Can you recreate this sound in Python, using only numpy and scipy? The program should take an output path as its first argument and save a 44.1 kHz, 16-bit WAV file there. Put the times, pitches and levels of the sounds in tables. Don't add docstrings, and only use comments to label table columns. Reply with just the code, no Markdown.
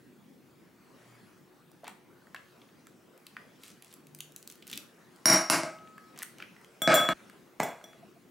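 import sys
import numpy as np
from scipy import signal
from scipy.io import wavfile
from scipy.ndimage import uniform_filter1d

SR = 44100
rng = np.random.default_rng(int(sys.argv[2]) if len(sys.argv) > 2 else 0)


def gain_from_db(level_db):
    decades = np.asarray(level_db, float) / 20
    return 10 ** decades


def waveform_to_disk(signal):
    frames = np.transpose(np.atleast_2d(signal))
    scaled = np.clip(frames, -1, 1) * 32767
    samples = np.round(scaled).astype(np.int16)
    wavfile.write(sys.argv[1], SR, samples)


N = 366030


def evened(x):
    return x / np.sqrt(np.mean(x ** 2) + 1e-20)


def read(points, hz):
    f, value = np.transpose(points)
    return np.interp(np.log(hz + 1), np.log(f + 1), value)


def add(mix, s, sound):
    part = mix[round(s * SR):][:len(sound)]
    part += sound[:len(part)]


# [f/Hz, likeness 0-1]
LIKENESS = [(60, 0.24), (180, 0.73), (550, 0.64), (1650, 0.64), (4970, 0.72), (15000, 1)]


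def noise(spectrum, patchy_db):
    frames = N // 256 + 5
    hz = np.fft.rfftfreq(1024, 1 / SR)
    a, b, c, d, patches = rng.standard_normal((frames, 513, 5)).T
    patches = uniform_filter1d(patches, size=10, axis=0)
    patches = evened(uniform_filter1d(patches, size=14, axis=1))
    same = read(LIKENESS, hz)[:, None]
    left = a + 1j * b
    right = same * left + np.sqrt(1 - same ** 2) * (c + 1j * d)
    gain = gain_from_db(read(spectrum, hz)[:, None] + patchy_db * patches)
    sound = signal.istft(np.array([left, right]) * gain, nperseg=1024, noverlap=768)[1]
    return evened(sound[:, :N])


# [f/Hz, level/dB]
HUSH = [(25, -55.5), (103, -11), (208, 2.5), (358, -2.5), (620, -15), (1200, -18.5), (7710, -32.5),
        (15200, -30)]
# [f/Hz, level/dB]
CLOTH = [(240, -30.5), (400, 4), (875, -2), (1250, 0.5), (3580, -11), (5980, -13), (12000, -19.5),
         (15600, -49)]
# [middle t/s, length t/s, level/dB]
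GESTURES = [
    (1.13, 0.43, -56),
    (2.52, 0.6, -61),
    (3.528, 0.74, -60),
    (5.311, 1.7, -59.5),
    (6.46, 1.05, -57.5),
    (7.199, 0.46, -54),
    (7.894, 0.56, -59),
]
# [f/Hz, width f/Hz, level/dB]
HUM = [
    (360, 8.6, -71),
    (150, 60, -72),
]
# [f/Hz, width f/Hz, level/dB]
WHINE = (15680, 150, -86)
# [t/s, level/dB, f/Hz, length t/s]
BUMPS = [
    (1.128, -59.5, 120.8, 0.21),
    (4.188, -59, 150, 0.4),
    (6.937, -53, 56, 0.092),
    (7.125, -52, 40.3, .03),
    (7.617, -62, 44.2, 0.054),
    (7.961, -54.5, 665, 0.023),
    (8.036, -48, 684, 0.013),
    (8.17, -55, 684, 0.018),
]


def air():
    t = np.arange(N) / SR
    effort = gain_from_db(-59.5)
    for s, length, db in GESTURES:
        effort = effort + gain_from_db(db) * np.exp(-(2 * (t - s) / length) ** 2)
    rustle = gain_from_db(-9.0) * effort * noise(CLOTH, patchy_db=3.0)
    tones = np.zeros(N)
    for hz, width, db in (*HUM, WHINE):
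        waver = uniform_filter1d(rng.standard_normal((2, N)), size=int(SR / width))
        tone = waver[0] * np.cos(2 * np.pi * hz * t) + waver[1] * np.sin(2 * np.pi * hz * t)
        tones += gain_from_db(db) * evened(tone)
    for s, db, hz, length in BUMPS:
        tones += gain_from_db(db) * np.exp(-(2 * (t - s) / length) ** 2) * np.sin(2 * np.pi * hz * t)
    hush = gain_from_db(-61 + 0.85) * noise(HUSH, patchy_db=2.36)
    return (hush + rustle + tones) * gain_from_db([[.45], [-.45]])


# [f/Hz, t/s]
ROOM = [(150, 0.18), (600, 0.44), (2000, 0.4), (6000, 0.34), (14000, 0.29)]


def room(x, apart, swell_s):
    taps = np.zeros((2, 30000))
    at = np.arange(200, 30000, 20) + rng.integers(0, 20, (2, 1490))
    np.put_along_axis(taps, at, rng.choice([-1., 1.], at.shape), 1)
    hz, t, z = signal.stft(taps, SR, nperseg=256)
    z = z * gain_from_db(-60 * t / read(ROOM, hz)[:, None]) * (1 - np.exp(-t / swell_s))
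    mid, side = signal.istft(z, SR, nperseg=256)[1]
    tail = np.array([mid + apart * side, mid - apart * side])
    return signal.fftconvolve(x[None], tail / np.linalg.norm(tail[0]), axes=1)[:, :N]


# [t/s, length t/s, level/dB, f/Hz]
CRUMBLE = [
    (1.871, 0.065, -50, 1480),
    (3.661, 0.12, -56.5, 5000),
    (3.881, 0.12, -64, 4500),
    (4.225, 0.03, -76, 4000),
    (4.721, .11, -52.5, 3530),
    (6.202, 0.091, -53.5, 2210),
    (6.406, 0.076, -56.5, 1700),
]


def crumble():
    out = np.zeros(N)
    for s, length, db, hz in CRUMBLE:
        swell = np.hanning(int(1.48 * length * SR))
        size, luck = rng.standard_normal(SR // 2), rng.random(SR // 2)
        grains = size * abs(size) * (luck < 5000 / SR)
        flakes = signal.butter(2, [0.31 * hz, 2.0 * hz], "band", fs=SR)
        crumbs = evened(signal.lfilter(*flakes, grains[:len(swell)]))
        add(out, s - 0.65 * length, gain_from_db(db) * crumbs * swell)
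    return out


# [t/s, knock level/dB, f/Hz, splinter level/dB]
TAPS = [(1.716, -56, 750, -46), (1.834, -39.5, 720, -70), (1.843, -38.5, 890, -38), (1.845, -46, 3450, -58),
        (1.879, -36.5, 800, -62), (1.879, -36.5, 1600, -28.5), (1.894, -51, 960, -40),
        (2.27, -48.5, 1370, -54), (2.346, -28.5, 1290, -33), (2.347, -41, 2600, -60),
        (2.362, -36, 2150, -70), (2.617, -47.5, 2950, -58), (2.689, -54, 2830, -70),
        (2.869, -46, 1570, -37), (3.177, -55, 2330, -41), (3.267, -38, 2930, -31), (3.367, -27, 1460, -44)]
# [t/s, knock level/dB, splinter level/dB]
CRACKS = [(3.635, -41, -31.5), (3.654, -53, -37), (3.68, -51, -37.5), (3.823, -45.5, -32),
          (3.846, -52, -37.5), (3.927, -50, -36), (3.939, -56, -30.5), (4.069, -52, -38.5),
          (4.148, -51, -30.5), (4.188, -50, -36), (4.205, -33, -21.5), (4.321, -62, -41),
          (4.362, -47, -24.5), (4.427, -56, -33), (4.475, -51, -25.5), (4.5, -45.5, -29.5),
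          (4.513, -57, -33), (4.523, -57, -33), (4.555, -55, -42), (4.624, -40, -40), (4.669, -45, -30.5),
          (4.677, -49, -28), (4.699, -40.5, -31), (4.714, -48, -27), (4.729, -28, -26), (4.735, -35.5, -27),
          (4.757, -46, -30), (4.766, -39.5, -43.5), (4.775, -32.5, -17)]
# [t/s, knock level/dB, f/Hz, splinter level/dB]
TICKS = [(5.161, -61, 750, -41.5), (5.787, -48, 2370, -70), (5.874, -47, 2300, -63),
         (5.98, -40.5, 1480, -42), (6.083, -61, 2500, -60), (6.161, -49, 2220, -41),
         (6.176, -42.5, 1590, -31), (6.189, -48, 2230, -26.5), (6.22, -31, 1610, -34),
         (6.227, -50, 1700, -18), (6.231, -33.5, 1600, -16), (6.384, -47, 2390, -36.5),
         (6.402, -34, 1900, -50), (6.424, -31, 1850, -40.5), (6.439, -44, 1540, -63.5),
         (6.551, -54, 1384, -67.5), (6.565, -42, 1560, -64), (6.614, -51, 1470, -47),
         (6.646, -46.5, 2360, -39.5), (7.298, -42.5, 1480, -39), (7.813, -44, 1600, -72),
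         (7.932, -46.5, 1510, -58)]


def snaps():
    crust_hz = 3010
    tap_t60, crack_t60, tick_t60 = 0.021, 0.025, 0.015
    out = crumble()
    t = np.arange(900) / SR
    rows = [(*row, tap_t60) for row in TAPS]
    rows += [(s, knock_db, crust_hz, puff_db, crack_t60) for s, knock_db, puff_db in CRACKS]
    rows += [(*row, tick_t60) for row in TICKS]
    for s, knock_db, hz, puff_db, t60 in rows:
        grit = rng.standard_normal(len(t))
        fade = gain_from_db(-60 * t / t60) * (1 - np.exp(-t / 0.00022))
        crust = signal.butter(2, [.74 * hz, 1.38 * hz], "band", fs=SR)
        knock = signal.lfilter(*crust, 4.5 * (t == 0) + grit * fade)
        flake_hz = 8500 * np.exp(0.23 * np.tanh(grit[-1]))
        bright = signal.butter(1, [0.53 * flake_hz, 1.6 * flake_hz], "band", fs=SR)
        puff = signal.lfilter(*bright, grit[::-1] * fade ** 3)
        add(out, s, gain_from_db(knock_db) * knock / abs(knock).max())
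        add(out, s, gain_from_db(puff_db - 4.5) * puff / abs(puff).max())
    return out * gain_from_db([[.2], [-.2]]) + gain_from_db(-7.0) * room(out, apart=0.64, swell_s=.004)


def ring(pitches, modes):
    t = np.arange(SR) / SR
    out = np.zeros(SR)
    for hz, (db, t60) in zip(pitches, modes):
        out += gain_from_db(db - 60 * t / t60) * np.sin(2 * np.pi * hz * t)
    return out


def click(colour):
    log_gain = np.log(gain_from_db(read(colour, abs(np.fft.fftfreq(2048, 1 / SR)))))
    pulse = np.fft.ifft(np.exp(np.conj(signal.hilbert(log_gain)))).real[:1024]
    return pulse / abs(pulse).max()


# [f/Hz, level/dB, t60 t/s]
THUD = [(189.8, -14, 0.17), (275, -8, 0.037), (333, -8.5, 0.07), (550, -21, .03), (643, -8, 0.084),
        (669, -3, 0.056), (828, -15.5, 0.12), (1184, -26.5, 0.011), (1447, -19.5, .025), (1600, -4.5, 0.02),
        (2178, -8.5, 0.025), (2290, -15.5, 0.014)]
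RIM_HZ = (1281, 1276)
# [level/dB, t60 t/s]
RIM = [(0, 2.4), (-14, 2.2)]
# [t/s, level/dB]
RIM_BLOWS = [
    (5.257, -40),
    (5.499, -55),
    (6.819, -43),
    (6.876, -27.5),
    (6.942, -24.5),
    (7.089, -32),
]


def ice(blows, colour, pitches, modes, end):
    knocks, rings = np.zeros(N), np.zeros(N)
    t = np.arange(5000) / SR
    thud = ring([m[0] for m in THUD], [m[1:] for m in THUD])[:SR // 3]
    parts = [ring(hz, part) for hz, part in zip(pitches, modes)]
    crack = click(colour)
    for s, db in RIM_BLOWS:
        if end - 1 < s < end:
            add(rings, s, gain_from_db(db) * ring(RIM_HZ, RIM))
    for s, crack_db, thud_db, *rings_db in blows:
        grit, luck = rng.standard_normal(len(t)), rng.random(len(t))
        splinters = .2 * grit * gain_from_db(-60 * t / .012)
        bounces = grit * (luck < 1500 / SR)
        chatter = 0.13 * bounces * t / 0.055 * np.exp(1 - t / 0.025)
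        body = gain_from_db(thud_db) * thud
        body[:1024] += gain_from_db(crack_db) * crack
        add(knocks, s, signal.fftconvolve((t == 0) + chatter, body))
        add(knocks, s, gain_from_db(crack_db) * signal.fftconvolve(splinters, crack))
        for part, db in zip(parts, rings_db):
            add(rings, s, gain_from_db(db) * part)
    echo = gain_from_db(-2.5) * room(knocks + gain_from_db(-3) * rings, apart=0.17, swell_s=0.0016)
    aside = gain_from_db(-15.5) * np.roll(rings, shift=2) * [[1], [-1]]
    wet = (knocks + rings) * gain_from_db([[.3], [-.3]]) + aside + echo
    wet = signal.sosfilt(signal.butter(6, 145, "high", fs=SR, output="sos"), wet)
    return wet * np.clip((end - np.arange(N) / SR) / 0.0093, 0, 1)


CHANGES = (6.157, 7.137)
# [t/s, crack level/dB, thud level/dB, low base ring level/dB, high base ring level/dB]
FIRST = [
    (5.257, 7.5, -5.5, 0, -7),
    (5.3, -18.5, -15, -14, -23),
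    (5.4997, 0, -17.5, -26, -20.5),
    (5.545, -30, -22, -45, -50),
    (5.592, -34, -48, -49, -56.5),
    (5.634, -22.5, -29, -48, -64),
]
# [f/Hz, level/dB]
CRACK = [(180, -54.5), (300, -5.5), (650, 7), (2200, 3), (3530, -9), (5460, 0), (9000, -5), (13000, -36)]
BASE_HZ = (5281, 5378, 5583, 5631, 5698, 5965), (8845, 10480, 10597, 13360, 13487, 14580)
# [level/dB, t60 t/s]
BASE = [(-11.5, .08), (-11.5, .1), (-12, 0.25), (0, 0.12), (-5.5, 0.15), (-21.5, .08)], [(-6.5, 0.12),
        (-5, 0.056), (5.5, 0.049), (-9, 0.16), (-11.5, 0.088), (-19, .08)]


def first_cube():
    return ice(FIRST, CRACK, BASE_HZ, BASE, CHANGES[0])


# [t/s, crack level/dB, thud level/dB, low wall ring level/dB, high wall ring level/dB]
LATER = [(6.819, -30.5, -30, -13.5, -26), (6.876, 0, -5, -32, -40), (6.942, -12, -25.5, -8, -15),
         (6.952, -15, -35, -42, -19), (7.001, -25, -23.5, -50, -49), (7.052, -23.5, -51, -53, -50),
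         (7.089, -14, -20, -50, -38), (7.599, -28, -46.5, -55, -42), (7.602, -14.5, -28, -55, -49),
         (7.632, -26, -33.5, -24, -32), (7.841, -57, -46, -29.5, -51)]
# [f/Hz, level/dB]
CLACK = [(180, -26.5), (300, -8.5), (520, -5.5), (1600, 1.5), (2360, -10.5), (3000, -14.5), (8300, -19),
         (14900, -61.5)]
# [f/Hz, level/dB]
PILE = [(150, -7), (300, -9.5), (690, 2), (1300, -7), (2100, -8), (3000, -21), (8300, -23.5),
        (14900, -44.5)]
WALL_HZ = [
    (3364, 3387, 5766),
    (7224, 7278, 8231, 8420, 8850, 11100, 11430, 12840, 13330, 13490, 14295, 14560, 15080),
]
# [level/dB, t60 t/s]
WALL = [(-24.5, 0.57), (-14, 0.55), (-31.5, 0.36)], [(-2.5, 0.0367), (-26, 0.079), (-10, 0.062),
        (-12.5, 0.038), (-10.5, 0.046), (-10, 0.048), (-15.5, 0.053), (-15, 0.064), (-9, 0.08),
        (-26.5, .12), (-21, .1), (-16, 0.063), (-13, 0.059)]
# [level/dB, t60 t/s]
PACKED_WALL = [(-31, .15), (-18, .14), (-16, 0.051)]


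def later_cubes():
    second = [blow for blow in LATER if blow[0] < CHANGES[1]]
    third = [blow for blow in LATER if blow[0] > CHANGES[1]]
    on_ice = ice(second, CLACK, WALL_HZ, WALL, CHANGES[1])
    on_heap = ice(third, PILE, WALL_HZ, (PACKED_WALL, WALL[1]), N / SR + 1)
    return on_ice + on_heap


def scene():
    return air() + snaps() + first_cube() + later_cubes()


def low_pass(x):
    return signal.sosfilt(signal.butter(12, 16790, fs=SR, output="sos"), x)


def record(dry):
    dry = signal.sosfilt(signal.butter(2, 50, "high", fs=SR, output="sos"), dry)
    dry = signal.oaconvolve(dry, signal.firwin(127, 16300, fs=SR)[None], "same")
    power = uniform_filter1d((dry ** 2).mean(0), size=90)
    power_db = 10 * np.log10(abs(power) + 1e-12)
    fall = np.arange(N) * 280. / SR
    held_db = np.maximum.accumulate(power_db + fall) - fall
    over_db = np.maximum(held_db + 16.5, 0)
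    ducked = dry / gain_from_db(.85 * uniform_filter1d(over_db, size=30))
    rounded = .75 * np.tanh(ducked / .75)
    return low_pass(rounded)


dry = scene()
out = record(dry)
waveform_to_disk(out)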